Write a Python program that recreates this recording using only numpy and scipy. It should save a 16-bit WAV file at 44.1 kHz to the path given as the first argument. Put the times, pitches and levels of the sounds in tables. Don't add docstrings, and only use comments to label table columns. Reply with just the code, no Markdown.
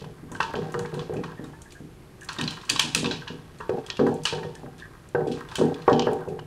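import sys
import numpy as np
from scipy import signal
from scipy.fft import rfft, irfft, next_fast_len
from scipy.io import wavfile
from scipy.ndimage import uniform_filter1d

SR = 44100
rng = np.random.default_rng(int(sys.argv[2]) if len(sys.argv) > 2 else 0)


def store_pcm(level_fs):
    pcm = np.round(np.clip(level_fs, -1, 1) * 32767).astype(np.int16)
    wavfile.write(sys.argv[1], SR, np.atleast_2d(pcm).T)


N = 284886

# start_s, level_db, deep_modes_db, upper_modes_db, ring_db
KNOCK_EVENTS = [(0.017, -31.5, -11.5, -7, -1.5), (0.23, -47, 7, -9, 1.5), (0.315, -34.5, 2.5, -6, -1.5),
                (0.401, -25.5, -19, -9, -8), (0.541, -16.5, -13, -10.5, -1), (0.589, -25.5, -9.5, -10, 2),
                (0.743, -21.5, -17.5, -10, 3.5), (0.799, -33, -18, -15, 3.5), (0.928, -25, -19, -12, 1),
                (0.968, -31, -6, -19, 3), (1.096, -20, -50, -13.5, -0.5), (1.162, -28, -5.5, -22, 6.5),
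                (1.395, -31, 2.5, -9, -2), (1.805, -42, 5.5, -18, 0), (2.386, -33, 7, -7, 1),
                (2.423, -42, 1.5, 2, 8), (2.708, -38.5, 6.5, -4, 1.5), (2.841, -39, 8.5, 2, 1),
                (2.959, -32, -1, -16, 4.5), (3.031, -20.5, -1, -14, -1), (3.045, -27.5, -20, -17, 4.5),
                (3.303, -32.5, -1, -12, -1.5), (3.603, -28, -27, -15, -10.5), (3.694, -11, -26, -13, -4.5),
                (3.993, -15, -0.5, -9, 1.5), (4.009, -15, -14.5, -19, 2.5), (4.066, -15.5, -21, -19, 1),
                (4.326, -17, -42, -8.5, -3), (4.449, -23, -22, -17, -5), (4.633, -34.5, -1, 1, -3),
                (5.148, -9.5, -37, -9, -2), (5.268, -21, -5.5, -17, 3.5), (5.584, -22.5, -3.5, -8, 6),
                (5.613, -9.5, -6.5, -14.5, -1), (5.879, -5, -25, -3.5, -3), (5.921, -10.5, -0.5, -9, -4.5),
                (6.024, -22.5, -22, -13, -2), (6.07, -7.5, -16, -6, -4.5), (6.276, -21.5, -18, -9, 1.5)]
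# pitch_hz, level_db, t60_s
BOARD_MODES = [(102, -8, .5), (130, -8, .5), (155, -2, .8), (186, -5, .4), (240, 0, .4), (278, -2, .4),
               (312, -5, .4), (371, -2, .38), (400, -7, .35), (428, -1, .38), (477, -1, .42),
               (515, -10, .3), (572, -6, .25), (601, -2, .25), (682, -9, .2), (742, -2, .4), (780, 0, .36),
               (824, -3, .3)]
# pitch_hz, level_db, t60_s
WALL_MODES = [(912, 0.5, 0.62), (995, 3, 0.28), (1095, 3, 0.13), (1128, -8, 0.73), (1213, -0.5, 0.15),
              (1310, 0.5, 0.22), (1395, -1.5, 0.22), (1522, -3.5, 0.38), (1565, 3, 0.12),
              (1674, -0.5, 0.29), (1846, -1.5, 0.18)]


def amp(db):
    return np.exp(np.asarray(db) * np.log(10) / 20)


def unit(x):
    return x / np.sqrt(np.mean(x ** 2) + 1e-20)


def along(points, hz):
    point_hz, value = np.transpose(points)
    return np.interp(np.log(hz + 1), np.log(point_hz + 1), value)


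def filtered(x, response):
    m = next_fast_len(N + SR // 2)
    return irfft(rfft(x, m) * response(np.fft.rfftfreq(m, 1 / SR)), m)[..., :N]


def add(track, start_s, sound):
    part = track[round(start_s * SR):][:len(sound)]
    part += sound[:len(part)]


def struck(modes, gains_db, ring_db, thud_t60_s, attack_s, swell_s, knots_per_s, length_s):
    hz, db, t60_s = np.transpose(modes)[:, :, None]
    t = np.arange(round(length_s * SR)) / SR
    knots = rng.standard_normal((len(modes), 90)) + 1j * rng.standard_normal((len(modes), 90))
    knots = knots / np.sqrt(np.abs(knots))
    wander = np.array([np.interp(t * knots_per_s, np.arange(len(k)), k) for k in knots])
    turn = np.exp(2j * np.pi * hz * t)
    thud = amp(-60 * t / thud_t60_s) * turn.imag
    swell = 1 - np.exp(-t / swell_s)
    ring = amp(ring_db - 60 * t / t60_s) * (turn * wander).imag * swell
    attack = (1 - np.exp(-t / attack_s)) ** 2
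    return np.sum(amp(db + gains_db[:, None]) * (thud + ring), axis=0) * attack


def bite(f):
    # pitch_hz, gain_db
    colour = [(1120, -14), (1900, -4.5), (2060, -14.5), (2410, 1), (3130, -1.5), (3390, -2), (4120, 0),
              (5170, -4), (7220, -12), (9150, -17.5), (15500, -38)]
    # pitch_hz, half_width_hz, gain_db
    hollow = [(2630, 49, 2.5), (3010, 7.7, 10.5), (3360, 38, 7), (4650, 70, -0.5)]
    lifts = []
    for centre_hz, half_width_hz, db in hollow:
        damping = 2j * f * half_width_hz
        lifts.append(1 + (amp(db) - 1) * damping / (centre_hz ** 2 - f * f + damping))
    return amp(along(colour, f)) * np.prod(lifts, axis=0)


def cracks():
    # start_s, level_db, top_octave_db, pitch_hz, echo_db
    crack_events = [(0.0435, -35, -17, 3040, -33), (0.3177, -41.5, 2.5, 3640, -10),
                    (0.3486, -35, -12, 3080, -11), (0.3626, -36, -13, 2980, -25),
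                    (0.404, -16, -21, 2680, -12.5), (0.4294, -19, -27, 2680, -17),
                    (0.5546, -26.5, -23.5, 3220, -9.5), (0.7223, -45.5, 3, 4170, -12),
                    (0.741, -30, -18, 2910, -17), (0.792, -31, -6, 2920, -12),
                    (0.8574, -30, -20, 2270, -17), (0.9401, -31, -9.5, 4170, -12.5),
                    (0.9933, -27, -22, 3420, -10.5), (1.1368, -43, -2, 2420, -12),
                    (1.1663, -28.5, -38, 2550, -25), (1.2381, -27.5, -20.5, 2480, -12.5),
                    (1.4408, -34, -9.5, 3730, -14.5), (1.6182, -41.5, 1, 3200, -14),
                    (1.706, -41, -13, 4670, -7), (1.722, -38, -4, 2420, -14),
                    (2.2104, -40.5, -3, 2960, -13), (2.2324, -42, 0, 2870, -18),
                    (2.2458, -43, 6, 5350, -17), (2.2886, -19, -20, 4300, -9.5),
                    (2.3304, -35, -4, 4270, -13), (2.385, -15.5, -23, 3720, -13),
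                    (2.4126, -17, -17, 3720, -13), (2.4385, -21.5, -22, 4650, -19),
                    (2.4769, -11.5, -28.5, 4060, -15.5), (2.5073, -23.5, -14.5, 3140, -11),
                    (2.613, -35, -19, 3710, -6), (2.6504, -38.5, -11, 4280, -5),
                    (2.6938, -13, -26, 2590, -19), (2.698, -5.5, -12.5, 4650, -13),
                    (2.7617, -15.5, -22, 3940, -12), (2.7942, -1.5, -16.5, 3220, -12),
                    (2.8205, -24, -12, 3030, -21), (2.9489, -5, -12, 2550, -13),
                    (3.044, -16, -37, 3640, -11), (3.0583, -17, -29, 2630, -12),
                    (3.1113, -14, -32, 3980, -11.5), (3.2766, -20, -31, 2910, -14),
                    (3.5858, -41.5, -6, 4310, -12), (3.605, -36, -18, 2730, -13),
                    (3.694, -30.5, -18, 2470, -23), (3.7858, -37.5, -16, 2630, -15),
                    (3.864, -30.5, -13, 3300, -10.5), (3.9015, -15, -36, 3300, -17),
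                    (3.9693, -24.5, -21, 2780, -16), (3.9943, -32, -28, 2280, -5),
                    (4.0677, -34, -12, 2700, -9.5), (4.1415, -53.5, 13, 3460, -16),
                    (4.2348, -32.5, -4, 4870, -9), (4.2533, -5, -20.5, 2940, -11.5),
                    (4.431, -37, -22, 2400, -6), (4.5523, -37.5, -7, 5280, -13),
                    (4.7814, -46, -10, 2480, -2), (4.7985, -36, -25, 3620, -15),
                    (5.089, -60, 13, 2410, -18), (5.149, -36, -36, 2730, -13),
                    (5.2716, -38.5, -14, 3340, -2), (5.3149, -32.5, -17, 3270, -1),
                    (5.4875, -33, -17, 3480, -10), (5.5144, -35, -16, 3430, -4),
                    (5.5551, -16.5, -12, 3160, -8.5), (5.743, -29, -24, 3420, -18),
                    (5.819, -33, -25, 4160, -17), (5.878, -28, -28, 2250, -11),
                    (5.896, -30, -18.5, 3360, -8), (5.929, -18, -35, 3140, -16),
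                    (5.9945, -12, -45, 3060, -19), (6.0214, -22.5, -42, 2830, -12),
                    (6.1324, -39.5, -2, 2740, -17), (6.285, -37, -12, 2590, -12.5),
                    (6.3924, -28.5, -22, 2950, -29)]
    # centre_hz, t60_s
    echo_bands = [(3200, 0.39), (5500, 0.36), (8500, 0.37), (12500, 0.14)]
    ring_db, ring_per_top = -24, 0.28
    noise_db = -1.5
    t = np.arange(round(.4 * SR)) / SR
    burst_t = t[:2000]
    burst_power, echo_power = np.zeros((len(echo_bands), N)), np.zeros((len(echo_bands), N))
    pings = np.zeros(N)
    for s, db, top_db, hz, echo_db in crack_events:
        for k, (centre_hz, t60_s) in enumerate(echo_bands):
            level_db = db + (top_db + 21 if centre_hz > 6000 else 0)
            burst = amp(level_db - 60 * burst_t / 0.026) ** 2 * (1 - np.exp(-burst_t / 0.00009))
            echo = amp(level_db + echo_db - 60 * t / t60_s) ** 2 * (1 - np.exp(-t / 0.0047))
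            add(burst_power[k], s, burst)
            add(echo_power[k], s, echo)
        ping = struck([(hz, -6, .3)], np.array([db]), ring_db - ring_per_top * top_db, thud_t60_s=0.027,
                      attack_s=0.00053, swell_s=0.0054, knots_per_s=417, length_s=0.28)
        add(pings, s, ping)
    splinters = unit((rng.random(N) < 3500 / SR) * amp(3.5 * rng.standard_normal(N)))
    flutter = amp(1.6 * unit(uniform_filter1d(rng.standard_normal(N), size=130)))
    centres_hz = np.transpose(echo_bands)[0]
    out = pings
    for k in range(len(echo_bands)):
        in_band = np.arange(len(echo_bands)) == k
        share = lambda f: np.sqrt(np.interp(f, centres_hz, in_band)) * bite(f)
        strength = np.sqrt(burst_power[k]) * splinters + np.sqrt(echo_power[k]) * flutter
        out = out + amp(noise_db) * filtered(strength * rng.standard_normal(N), share)
    return out


def board():
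    deepest_db, deepest_growth = -25, 0.35
    trim_db = -5.5
    out, hz = np.zeros(N), np.transpose(BOARD_MODES)[0]
    swell_s = np.where(hz > 700, .035, .007)[:, None]
    for s, db, deep_db, upper_db, ring_db in KNOCK_EVENTS:
        deepest = deepest_db + deepest_growth * (db + 27.5)
        gains_db = np.select([hz < 210, hz < 330, hz > 545], [deepest, db + deep_db + 4, db + upper_db], db)
        knock = struck(BOARD_MODES, gains_db, ring_db, thud_t60_s=0.034, attack_s=0.00055,
                       swell_s=swell_s, knots_per_s=20.2, length_s=0.26)
        add(out, s, amp(trim_db) * knock)
    return filtered(out, lambda f: (1j * f / (85 + 1j * f)) ** 2)


def wall():
    # start_s, level_db, favoured_pitch_hz, ring_db
    clack_events = [(0.042, -32, 990, -22), (0.318, -34.5, 1030, -6), (0.351, -27.5, 1570, -12),
                    (0.403, -8.5, 837, -9.5), (0.541, -30, 1560, -3.5), (0.742, -16.5, 1250, -14),
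                    (0.793, -25, 820, -9), (0.85, -23.5, 1640, -14), (0.946, -31, 1000, -11),
                    (0.993, -33, 1110, -8), (1.141, -32.5, 1630, -14), (1.236, -22, 1160, -14),
                    (1.281, -33, 1010, -12), (1.444, -32.5, 1170, -14), (1.533, -39, 896, -9),
                    (2.29, -19.5, 1370, -11), (2.389, -28, 1840, 1.5), (2.699, -28, 1770, -2.5),
                    (2.76, -20, 1080, -21), (2.793, -20.5, 1044, -5), (2.953, -26, 1290, -8),
                    (3.044, -25.5, 1060, -4), (3.111, -25.5, 1570, -9.5), (3.22, -36.5, 1550, -6),
                    (3.272, -30, 1720, -3.5), (3.602, -30, 1150, 0.5), (3.694, -23.5, 870, -13),
                    (3.898, -32, 1860, -4), (3.992, -24, 1180, -4.5), (4.066, -17.5, 934, -12.5),
                    (4.12, -40, 860, -9), (4.253, -19, 1240, -7), (4.33, -25.5, 890, -8),
                    (4.379, -29.5, 884, -11), (4.43, -29, 1830, -8), (5.151, -20.5, 1540, -7.5),
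                    (5.206, -29, 890, -10), (5.488, -37, 886, -9), (5.517, -26, 890, -11),
                    (5.556, -26.5, 1530, -13), (5.587, -25, 1050, -16), (5.611, -31.5, 890, 1),
                    (5.665, -33, 872, -18), (5.881, -10.5, 1080, -6), (5.992, -19.5, 940, -14),
                    (6.07, -17, 960, -9), (6.128, -39, 890, -8), (6.212, -40, 940, -4),
                    (6.39, -26.5, 960, -24)]
    favour_db, favour_half_width_hz = 9.5, 55
    trim_db = -11.5
    out, hz = np.zeros(N), np.transpose(WALL_MODES)[0]
    for s, db, favoured_hz, ring_db in clack_events:
        gains_db = db + favour_db / (1 + ((hz - favoured_hz) / favour_half_width_hz) ** 2)
        clack = struck(WALL_MODES, gains_db, ring_db, thud_t60_s=0.038, attack_s=0.00053,
                       swell_s=0.00045, knots_per_s=89.6, length_s=.3)
        add(out, s, amp(trim_db) * clack)
    return filtered(out, lambda f: (1j * f / (500 + 1j * f)) ** 2)


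def smacks():
    # start_s, level_db, pitch_hz
    smack_events = [(1.375, -37.5, 1770), (1.534, -43.5, 1720), (1.6563, -41, 1730), (1.7502, -38, 1630),
                    (2.2172, -34.5, 1685), (4.5516, -38, 1690), (4.7889, -43, 1710), (4.8216, -30, 1727),
                    (5.7984, -48, 1640), (6.2158, -36, 1520)]
    t60_s = 0.17
    out = np.zeros(N)
    for s, db, hz in smack_events:
        smack = struck([(hz, -3, t60_s)], np.array([db]), -0.71, thud_t60_s=0.043, attack_s=0.0007,
                       swell_s=0.0044, knots_per_s=343, length_s=.25)
        add(out, s, smack)
    return out


def rolling(modes, per_second, spread_db):
    taps = (rng.random(N) < per_second / SR) * amp(spread_db * rng.standard_normal(N)) * rng.standard_normal(N)

    def body(f):
        total = 0
        for k, (centre_hz, db, t60_s) in enumerate(modes):
            damping = 1j * f * 7.7 / t60_s
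            total = total + (-1) ** k * amp(db) * damping / (centre_hz ** 2 - f * f + damping)
        return total

    return unit(filtered(taps, body))


def stir():
    # time_s, level_db
    roll_levels = [(0.0, -64), (0.32, -57), (0.5, -48), (1.35, -51.5), (1.94, -89), (2.23, -55.5),
                   (2.39, -43), (3.0, -52), (3.44, -58.5), (3.65, -66), (3.78, -51), (4.25, -65),
                   (4.95, -55), (5.18, -71), (5.34, -51.5), (6.08, -47.5), (6.37, -56), (6.46, -73)]
    # time_s, level_db
    crumb_levels = [(0.0, -53.5), (0.36, -90), (0.5, -56), (0.59, -57.5), (1.89, -71), (2.27, -69),
                    (2.45, -60), (2.75, -64), (2.88, -51), (3.0, -46), (3.38, -65), (4.39, -58),
                    (4.89, -72), (5.2, -67), (5.49, -66), (5.99, -55.5), (6.15, -63), (6.46, -80)]
    board_db = -9.5
    chatter_db, chatter_peak_s = -24.5, 0.043
    t = np.arange(N) / SR
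    level = lambda rows: amp(np.interp(t, *np.transpose(rows)))
    ticks = (rng.random(N) < 1500 / SR) * amp(1.5 * rng.standard_normal(N)) * rng.standard_normal(N)
    crumbs = unit(filtered(ticks, bite))
    board_level = amp(board_db) * level(roll_levels)
    u = t[:SR // 2] / chatter_peak_s
    for s, db, *_ in KNOCK_EVENTS:
        add(board_level, s, amp(db + chatter_db) * u * np.exp(1 - u))
    on_wall = level(roll_levels) * rolling(WALL_MODES, per_second=900, spread_db=8)
    on_board = board_level * rolling(BOARD_MODES, per_second=200, spread_db=3.5)
    return on_wall + level(crumb_levels) * crumbs + on_board


def hum():
    # pitch_hz, relative_db
    hum_colour = [(12, -45), (20, -10), (74, -6.5), (93, -8), (122, -4), (252, -15.5), (333, -12),
                  (373, -9), (405, -15), (536, -21.5), (2040, -30), (2850, -35), (5880, -40.5),
                  (11800, -41), (15600, -57)]
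    rms_db = -48
    noise = filtered(rng.standard_normal(N), lambda f: amp(along(hum_colour, f)))
    return amp(rms_db) * unit(noise)


def scene():
    sound = cracks() + board() + wall() + smacks() + stir() + hum()
    t = np.arange(SR // 10) / SR
    walls = amp(-60 * t / .05) * rng.standard_normal(len(t))
    unlike = signal.fftconvolve(sound, walls / np.linalg.norm(walls))[:N]
    width_db = [(60, -48.0), (300, -66.5), (1200, -40.0), (8000, -43), (14000, -23.0)]  # pitch_hz, side_db
    side = filtered(unlike - amp(1.0) * sound, lambda f: amp(along(width_db, f)))
    return np.array([sound + side, sound - side])


def record(dry):
    top_hz = 15750
    rounded = dry / (1 + np.abs(dry / .85) ** 4) ** (1 / 4)
    return filtered(rounded, lambda hz: hz < top_hz)


dry = scene()
out = record(dry)
store_pcm(out)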